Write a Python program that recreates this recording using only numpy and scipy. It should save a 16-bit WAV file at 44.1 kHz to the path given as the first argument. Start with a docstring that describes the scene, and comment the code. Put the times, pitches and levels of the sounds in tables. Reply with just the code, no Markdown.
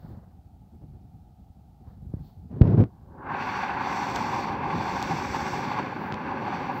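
"""A breezy building site: wind rumbles on the microphone over a far drone and faint rustles.
At about 2.6 s a gust bangs and crackles on the microphone. Water trickles from a big pipe and bursts to
full flow at 3.3 s: a hollow roar over low churning, throbbing as slugs of water leave about 16 times a
second. The jet breaks into spray, whose hiss swells and thins; a few drops tick on the microphone,
and two airy puffs of mist pass near the end."""
import sys
import numpy as np
from scipy import signal
from scipy.fft import rfft, irfft
from scipy.io import wavfile
from scipy.ndimage import uniform_filter1d

SR = 44100
rng = np.random.default_rng(int(sys.argv[2]) if len(sys.argv) > 2 else 0)


def log_audio(samples):
    """Write samples as a 16-bit WAV file to the path given in sys.argv[1]."""
    # one column per channel
    frames = np.atleast_2d(samples).T
    # limit to full scale, then quantise
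    limited = np.clip(frames, -1, 1)
    pcm = np.round(limited * 32767).astype(np.int16)
    wavfile.write(sys.argv[1], SR, pcm)


N = 299880
T = np.arange(N) / SR
HZ = np.fft.rfftfreq(N, 1 / SR)


# EQ of the hollow roar: (frequency [Hz], level [dB])
ROAR_EQ = [(350, -44.5), (640, -20.5), (750, -2), (850, 1.5), (1000, -3), (1120, -3.5), (1280, -15),
           (1500, -9), (1680, -10.5), (1870, -19), (2080, -16), (2650, -19), (3000, -29), (4500, -40.5),
           (9000, -82)]
# Bands of the roar, core first: (upper edge [Hz], surge share [dB/dB], lag [s], flutter [dB],
# extra fall in a weak flow [dB/dB], splash share [dB/dB])
ROAR_BANDS = [(1220, 0.94, 0.0075, 1.43, 0, 0), (1900, 0.37, 0.0082, 1.5, 0.3, 1.1),
              (9000, 0.62, 0.052, 1.26, .75, 0.71)]

def roar(roar_db, splash_db, surge_db, weak_below_db=-38):
    """The jet's hollow core speaks first and throbs most; its upper bands open as it breaks up."""
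    rest, out = noise(ROAR_EQ), np.zeros(N)
    splatter = flutter(rate=130, depth_db=-0.9)
    for edge_hz, surge_share, lag, flutter_db, fall, splash_share in ROAR_BANDS:
        band = irfft(rfft(rest) / (1 + (HZ / edge_hz) ** 14), N)
        rest = rest - band
        flow_db = np.interp(T - lag, T, roar_db)
        muffle_db = fall * np.minimum(flow_db - weak_below_db, 0)
        level_db = flow_db + muffle_db + splash_share * splash_db + surge_share * surge_db
        out += band * amp(level_db) * splatter * flutter(rate=70, depth_db=flutter_db)
    return out


# Fader rides of the running jet: (time [s], roar [dB], extra splash [dB], churning [dB])
FLOW_RIDES = [(3.35, -31.5, 1.5, -38), (3.65, -31.5, 3.5, -39.5), (4.05, -29, -1.5, -35.5),
              (4.55, -30.5, -4.5, -34), (4.9, -30, -2.5, -35), (5.3, -33, 1, -36.5),
              (5.75, -30.5, -1.2, -34.5), (5.92, -38, 3, -37), (6.55, -31.5, -1, -35.5),
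              (6.8, -35, -1, -36.5)]

def flow(trickle_s=2.88, trickle_db=-33, full_s=3.3025, roar_db_per_s=133, churn_db_per_s=84):
    """The water trickles, then opens quickly to full flow: roar, splash and churning in dB."""
    roar_db, splash_db, churn_db = curves(FLOW_RIDES)
    until_full = np.maximum(full_s - T, 0)
    lead_in_db = trickle_db - roar_db_per_s * np.maximum(trickle_s - T, 0)
    opening_db = np.maximum(-roar_db_per_s * until_full, lead_in_db)
    return roar_db + opening_db, splash_db, churn_db - churn_db_per_s * until_full


# Accents in the throb, from single slugs of water: (time [s], lift [dB])
SLUG_ACCENTS = [(3.811, 5.5), (3.859, 5.5), (3.921, 6), (3.981, 1.5), (4.168, 6.5), (4.243, 0),
                (4.343, 5.5), (4.524, 5.5), (4.646, 7), (4.707, 7.5), (4.896, 4.5), (5.116, 2), (5.358, 11),
                (5.412, 6), (5.477, 7.5), (5.542, 6), (5.721, 7.7), (5.79, 11), (6.086, 2.5), (6.294, 6.5),
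                (6.482, 5.7)]

def surges(per_s=16.5, jitter=0.2006, typical_db=3, spread_db=0.7, width_s=.013):
    """Slugs of water lift the jet briefly, at an uneven pace; in dB about the local mean."""
    gaps, sizes = rng.standard_normal((160, 2)).T
    times = np.cumsum(1 + jitter * gaps) / per_s
    lift_db = np.zeros(N)
    for s, db in [*zip(times, typical_db + spread_db * sizes), *SLUG_ACCENTS]:
        near = slice(*np.searchsorted(T, [s - .06, s + .06]))
        bump_db = db * np.exp(-.5 * ((T[near] - s) / width_s) ** 2)
        lift_db[near] = np.maximum(lift_db[near], bump_db)
    mean_power = uniform_filter1d(amp(lift_db) ** 2, size=SR // 3)
    return lift_db - 10 * np.log10(mean_power)


# EQ of the water's low end: (frequency [Hz], level [dB])
CHURN_EQ = [(25, -43), (55, -24), (100, -2.5), (170, -0.5), (270, 0.5), (330, -4.5), (370, -1),
            (470, -10.5), (555, -3.5), (650, -16.5), (900, -31), (2000, -67.5)]

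def churning(churn_db, surge_db):
    """Churning water puts weight under the roar and barely throbs."""
    return noise(CHURN_EQ) * amp(churn_db + 0.06 * surge_db) * flutter(rate=48, depth_db=-0.27)


# EQs of the spray's three layers, dark to bright: (frequency [Hz], level [dB])
HISS_EQ = [(1000, -20), (2200, 9), (3050, -6), (3500, 1.5), (4100, -7), (4420, 1), (4850, -3),
           (5300, -18.5), (5850, -9), (6500, -22), (9000, -46.5)]
SIZZLE_EQ = [(3000, -16), (4800, 4), (5800, 8), (6400, 1), (7200, -5.5), (7600, 4), (8400, -12),
             (9600, -24), (11000, -24.5), (16000, -30)]
MIST_EQ = [(8000, -27.5), (10500, -21.5), (11700, 0.5), (12800, 5), (14000, 0), (15700, 2)]
# Narrow rings in the spray: (frequency [Hz], width [Hz], gain [dB])
SPRAY_RINGS = [(3495, 35, 5.5), (4400, 24, 8.5), (5420, 22, 2.5), (5700, 22, 2), (5570, 22, 8),
               (5720, 16, 6.5), (5750, 40, -3.5), (5900, 24, 3), (5800, 24, 8.5), (6000, 63, 0.5),
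               (6870, 35, 5.5), (11220, 160, 13)]
# The spray swells and thins: (time [s], strength [dB])
SPRAY_RIDE = [(3.2, -49), (3.3, -24), (3.42, -9), (3.6, -6.5), (3.76, -14), (3.95, -0.7), (4.4, -2.5),
              (4.6, -19), (4.78, -5.5), (5.02, -1), (5.55, 0.3), (5.8, -10.5), (6.04, -19.5), (6.36, -18.5),
              (6.55, -10.5), (6.8, -18)]

def spray(surge_db, formed_s=3.32, forming_db_per_s=114):
    """Countless drops merge into a hiss that trembles with the jet; as it thins, sizzle fades first."""
    rings_db = sum(db / (1 + (2 * (HZ - hz) / width) ** 2) for hz, width, db in SPRAY_RINGS)
    strength_db, = curves(SPRAY_RIDE)
    forming_db = -forming_db_per_s * np.maximum(formed_s - T, 0)  # the jet takes a moment to break up
    out = np.zeros(N)
    layers = (HISS_EQ, -44, 1, -6.5), (SIZZLE_EQ, -50, 1.28, -.3), (MIST_EQ, -63.5, 0.8, -.3)
    for eq, level_db, fade_ratio, full_at_db in layers:
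        thinning_db = fade_ratio * np.minimum(strength_db - full_at_db, 0)
        out += pipe_echo(noise(eq, rings_db)) * amp(level_db + thinning_db)
    return out * amp(forming_db + 0.38 * surge_db) * flutter(rate=50, depth_db=0.38)


def pipe_echo(x, t60=0.13, wet_db=-13):
    """Dense short echoes from the steel pipe ripple the spectrum finely."""
    t = np.arange(SR // 4) / SR
    tail = rng.standard_normal(len(t)) * amp(-60 * t / t60)
    echo = signal.oaconvolve(x, tail / np.linalg.norm(tail))[:N]
    return unit(x + amp(wet_db) * echo)


# Wind thumps: (time [s], level [dB], extra pitch at the attack [Hz])
THUMP_CUES = [(.047, -29.5, 170), (1.874, -32, 150), (2.065, -35, 168), (2.138, -18.5, 340),
              (2.167, -28, 192), (2.6108, 1.5, 250), (2.803, -11.5, 205)]

def thumps(rise_s=0.0037, sag_s=0.0022, settle_hz=78, onset_turns=.33):
    """A blow of air swings the diaphragm once quickly, then once or twice slowly."""
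    out, t = np.zeros(N), np.arange(SR // 10) / SR
    for s, db, extra_hz in THUMP_CUES:
        turns = np.cumsum(settle_hz + extra_hz * np.exp(-t / sag_s)) / SR
        push = np.sqrt(t / rise_s) * np.exp(.25 * (1 - (t / rise_s) ** 2))
        soft_start = 1 - np.exp(-(turns / onset_turns) ** 2)
        add(out, s, -amp(db) * push * soft_start * np.sin(2 * np.pi * turns))
    return out


# EQ of the buffeting: (frequency [Hz], level [dB])
GUST_EQ = [(20, -21.5), (60, -12.5), (120, 4.5), (250, -5), (400, -11.5), (600, -22), (900, -28.5),
           (1500, -40), (3000, -55), (5500, -64), (9000, -93), (16000, -69.5)]
# Gust hits: (time [s], hold [s], level [dB])
GUST_CUES = [(0.103, 0.029, -43), (0.82, 0.02, -45.5), (0.938, 0.024, -48.5), (2.515, .085, -34),
             (2.619, .13, -20), (2.781, 0.037, -15), (4.75, 0.036, -30.5), (5.106, 0.039, -30)]

def gusts():
    """Eddies buffet the microphone; their rough top rides on their own low swings."""
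    force = np.max([amp(db) * swell(s, hold, rise_db_per_s=897, fall_db_per_s=478.5)
                    for s, hold, db in GUST_CUES], axis=0)
    buffet = noise(GUST_EQ)
    swing = irfft(rfft(buffet) / (1 + (HZ / 800) ** 6), N)  # lows under 800 Hz
    rough = (buffet - swing) * unit(amp(0.8 * np.clip(swing, -2, 2)))
    return force * (swing + rough)


# Four microphone crackles, then water drops, pre-EQ: (time [s], click [dB], low push [dB], centre [Hz])
TICK_CUES = [(2.6178, -13.5, -11, 1210), (2.676, -31, -35, 2200), (2.8065, -35, -26, 2200),
             (2.8394, -42, -21.5, 2420), (4.158, -15, -45, 4500), (4.1614, -9, -40, 5030),
             (5.027, -10, -47, 5900), (6.124, -11.5, -24, 1990), (6.143, -18, -25, 2800)]
# EQ over all the ticks: (frequency [Hz], gain [dB])
TICK_EQ = [(300, 4), (2500, 7), (5000, 4), (7500, -2), (10000, -20.5), (12500, -6), (16000, -9)]

def crackles_and_drops(width_octaves=1.0, push_s=.00085):
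    """The microphone crackles in the strong gust; later, drops hit it. Each is a dry click and a push."""
    out = np.zeros(N)
    t, hz = np.arange(512) / SR, np.fft.rfftfreq(512, 1 / SR)
    age = t / push_s
    push = np.e * age * (1 - age / 2) * np.exp(-age)
    for s, click_db, push_db, centre_hz in TICK_CUES:
        spectrum = np.exp(-.5 * (np.log2((hz + 1) / centre_hz) / width_octaves) ** 2)
        click = np.fft.fftshift(irfft(spectrum))
        add(out, s - t[-1] / 2, amp(click_db) * click)
        add(out, s, -amp(push_db) * push)
    return colour(out, TICK_EQ)


# EQ of the wind bed: (frequency [Hz], level [dB])
BREEZE_EQ = [(20, -18.5), (40, -9), (70, 2), (110, -3.5), (170, -4.5), (250, -13.5), (400, -27.5),
             (600, -38), (1200, -54), (3000, -64.5)]
# Fader ride of the wind bed: (time [s], level [dB])
BREEZE_RIDE = [(.1, -42.5), (.4, -52), (.85, -45.5), (1.4, -50.5), (1.8, -50.5), (2.1, -41), (2.4, -47),
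               (2.95, -47.5), (3.5, -53), (4.2, -47), (5.4, -44), (5.95, -57.5), (6.8, -54)]

def breeze():
    """Eddies at the microphone make a lumpy rumble."""
    level_db, = curves(BREEZE_RIDE)
    return noise(BREEZE_EQ) * amp(level_db) * flutter(rate=25, depth_db=3.0)


# EQs of the scuffing body and the airy top: (frequency [Hz], level [dB])
SCUFF_EQ = [(200, -5), (500, 9), (900, 6), (1400, -3), (2000, -10.5), (2900, -34), (6500, -41)]
AIR_EQ = [(1500, -18), (3000, -3), (4400, 3.5), (6000, -12), (10000, -21.5), (12000, -6), (16000, -1.5)]
# Five rustles, then two puffs of mist: (time [s], hold [s], scuff [dB], air [dB])
RUSTLE_AND_MIST_CUES = [(0.004, 0.11, -59, -72), (0.177, 0.076, -64.5, -100), (1.882, .03, -62.5, -78),
                        (2.14, .05, -65, -82), (2.249, .035, -74, -68.5), (6.013, .06, -81, -65),
                        (6.752, .04, -82, -60.5)]

def rustles_and_mist():
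    """Faint rustles early on; two airy puffs of spray mist near the end."""
    scuff = noise(SCUFF_EQ) * flutter(rate=55, depth_db=2.5)
    air, out = noise(AIR_EQ), np.zeros(N)
    for s, hold, scuff_db, air_db in RUSTLE_AND_MIST_CUES:
        envelope = swell(s, hold, rise_db_per_s=302, fall_db_per_s=139)
        out += envelope * (scuff * amp(scuff_db) + air * amp(air_db))
    return out


# EQ of the distant ambience: (frequency [Hz], level [dB])
DRONE_EQ = [(200, -6), (580, -10.5), (740, 4.5), (850, 1), (1040, -20), (1280, -14), (1700, -26),
            (4400, -25.5), (6000, -29.5), (10000, -32.5), (15500, -28)]

def far_drone(level_db=-65.5):
    """The far site hums near 800 Hz over thin hiss."""
    return noise(DRONE_EQ) * amp(level_db)


def amp(db):
    return 10 ** (np.asarray(db) / 20)


def unit(x):
    return x / np.sqrt(np.mean(x ** 2) + 1e-20)


def curves(rows):
    """One automation curve for each column after the time."""
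    times, *columns = np.transpose(rows)
    return [np.interp(T, times, column) for column in columns]


def colour(x, eq, extra_db=0):
    """Filters x through an EQ curve."""
    hz, db = np.transpose(eq)
    gain_db = np.interp(np.log(HZ + 1), np.log(hz), db) + extra_db
    return irfft(rfft(x) * amp(gain_db), N)


def noise(eq, extra_db=0):
    """Coloured noise of rms 1."""
    return unit(colour(rng.standard_normal(N), eq, extra_db))


def flutter(rate, depth_db):
    """A turbulent gain of mean power 1 that moves up to about rate times a second."""
    slow_band = np.exp(-(HZ / rate) ** 2) * (HZ > rate / 10)
    wander = unit(irfft(rfft(rng.standard_normal(N)) * slow_band, N))
    return unit(amp(depth_db * wander))


def swell(start, hold, rise_db_per_s, fall_db_per_s):
    """A gain that reaches 1 at start, holds and dies away."""
    before, after = np.maximum(start - T, 0), np.maximum(T - start - hold, 0)
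    return amp(-rise_db_per_s * before - fall_db_per_s * after)


def add(mix, s, sound):
    part = mix[max(round(s * SR), 0):][:len(sound)]
    part += sound[:len(part)]


def scene():
    """The water layers share one throb; wind, ticks and the site surround them."""
    surge_db = surges()
    roar_db, splash_db, churn_db = flow()
    water = roar(roar_db, splash_db, surge_db) + churning(churn_db, surge_db) + spray(surge_db)
    wind = breeze() + gusts() + thumps()
    return (water + wind + crackles_and_drops() + far_drone() + rustles_and_mist())[None]


def record(dry, low_cut_hz=36, ceiling=1.06, high_cut_hz=15770):
    """The microphone sheds the deepest rumble, just overloads on the hardest blow and loses the top."""
    low_cut = signal.butter(3, low_cut_hz, "highpass", fs=SR, output="sos")
    high_cut = signal.firwin(1023, high_cut_hz, window=("kaiser", 9), fs=SR)
    heard = signal.sosfilt(low_cut, dry)
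    clipped = heard / (1 + (heard / ceiling) ** 6) ** (1 / 6)
    return signal.oaconvolve(clipped, high_cut[None], "same")


dry = scene()
out = record(dry)
log_audio(out)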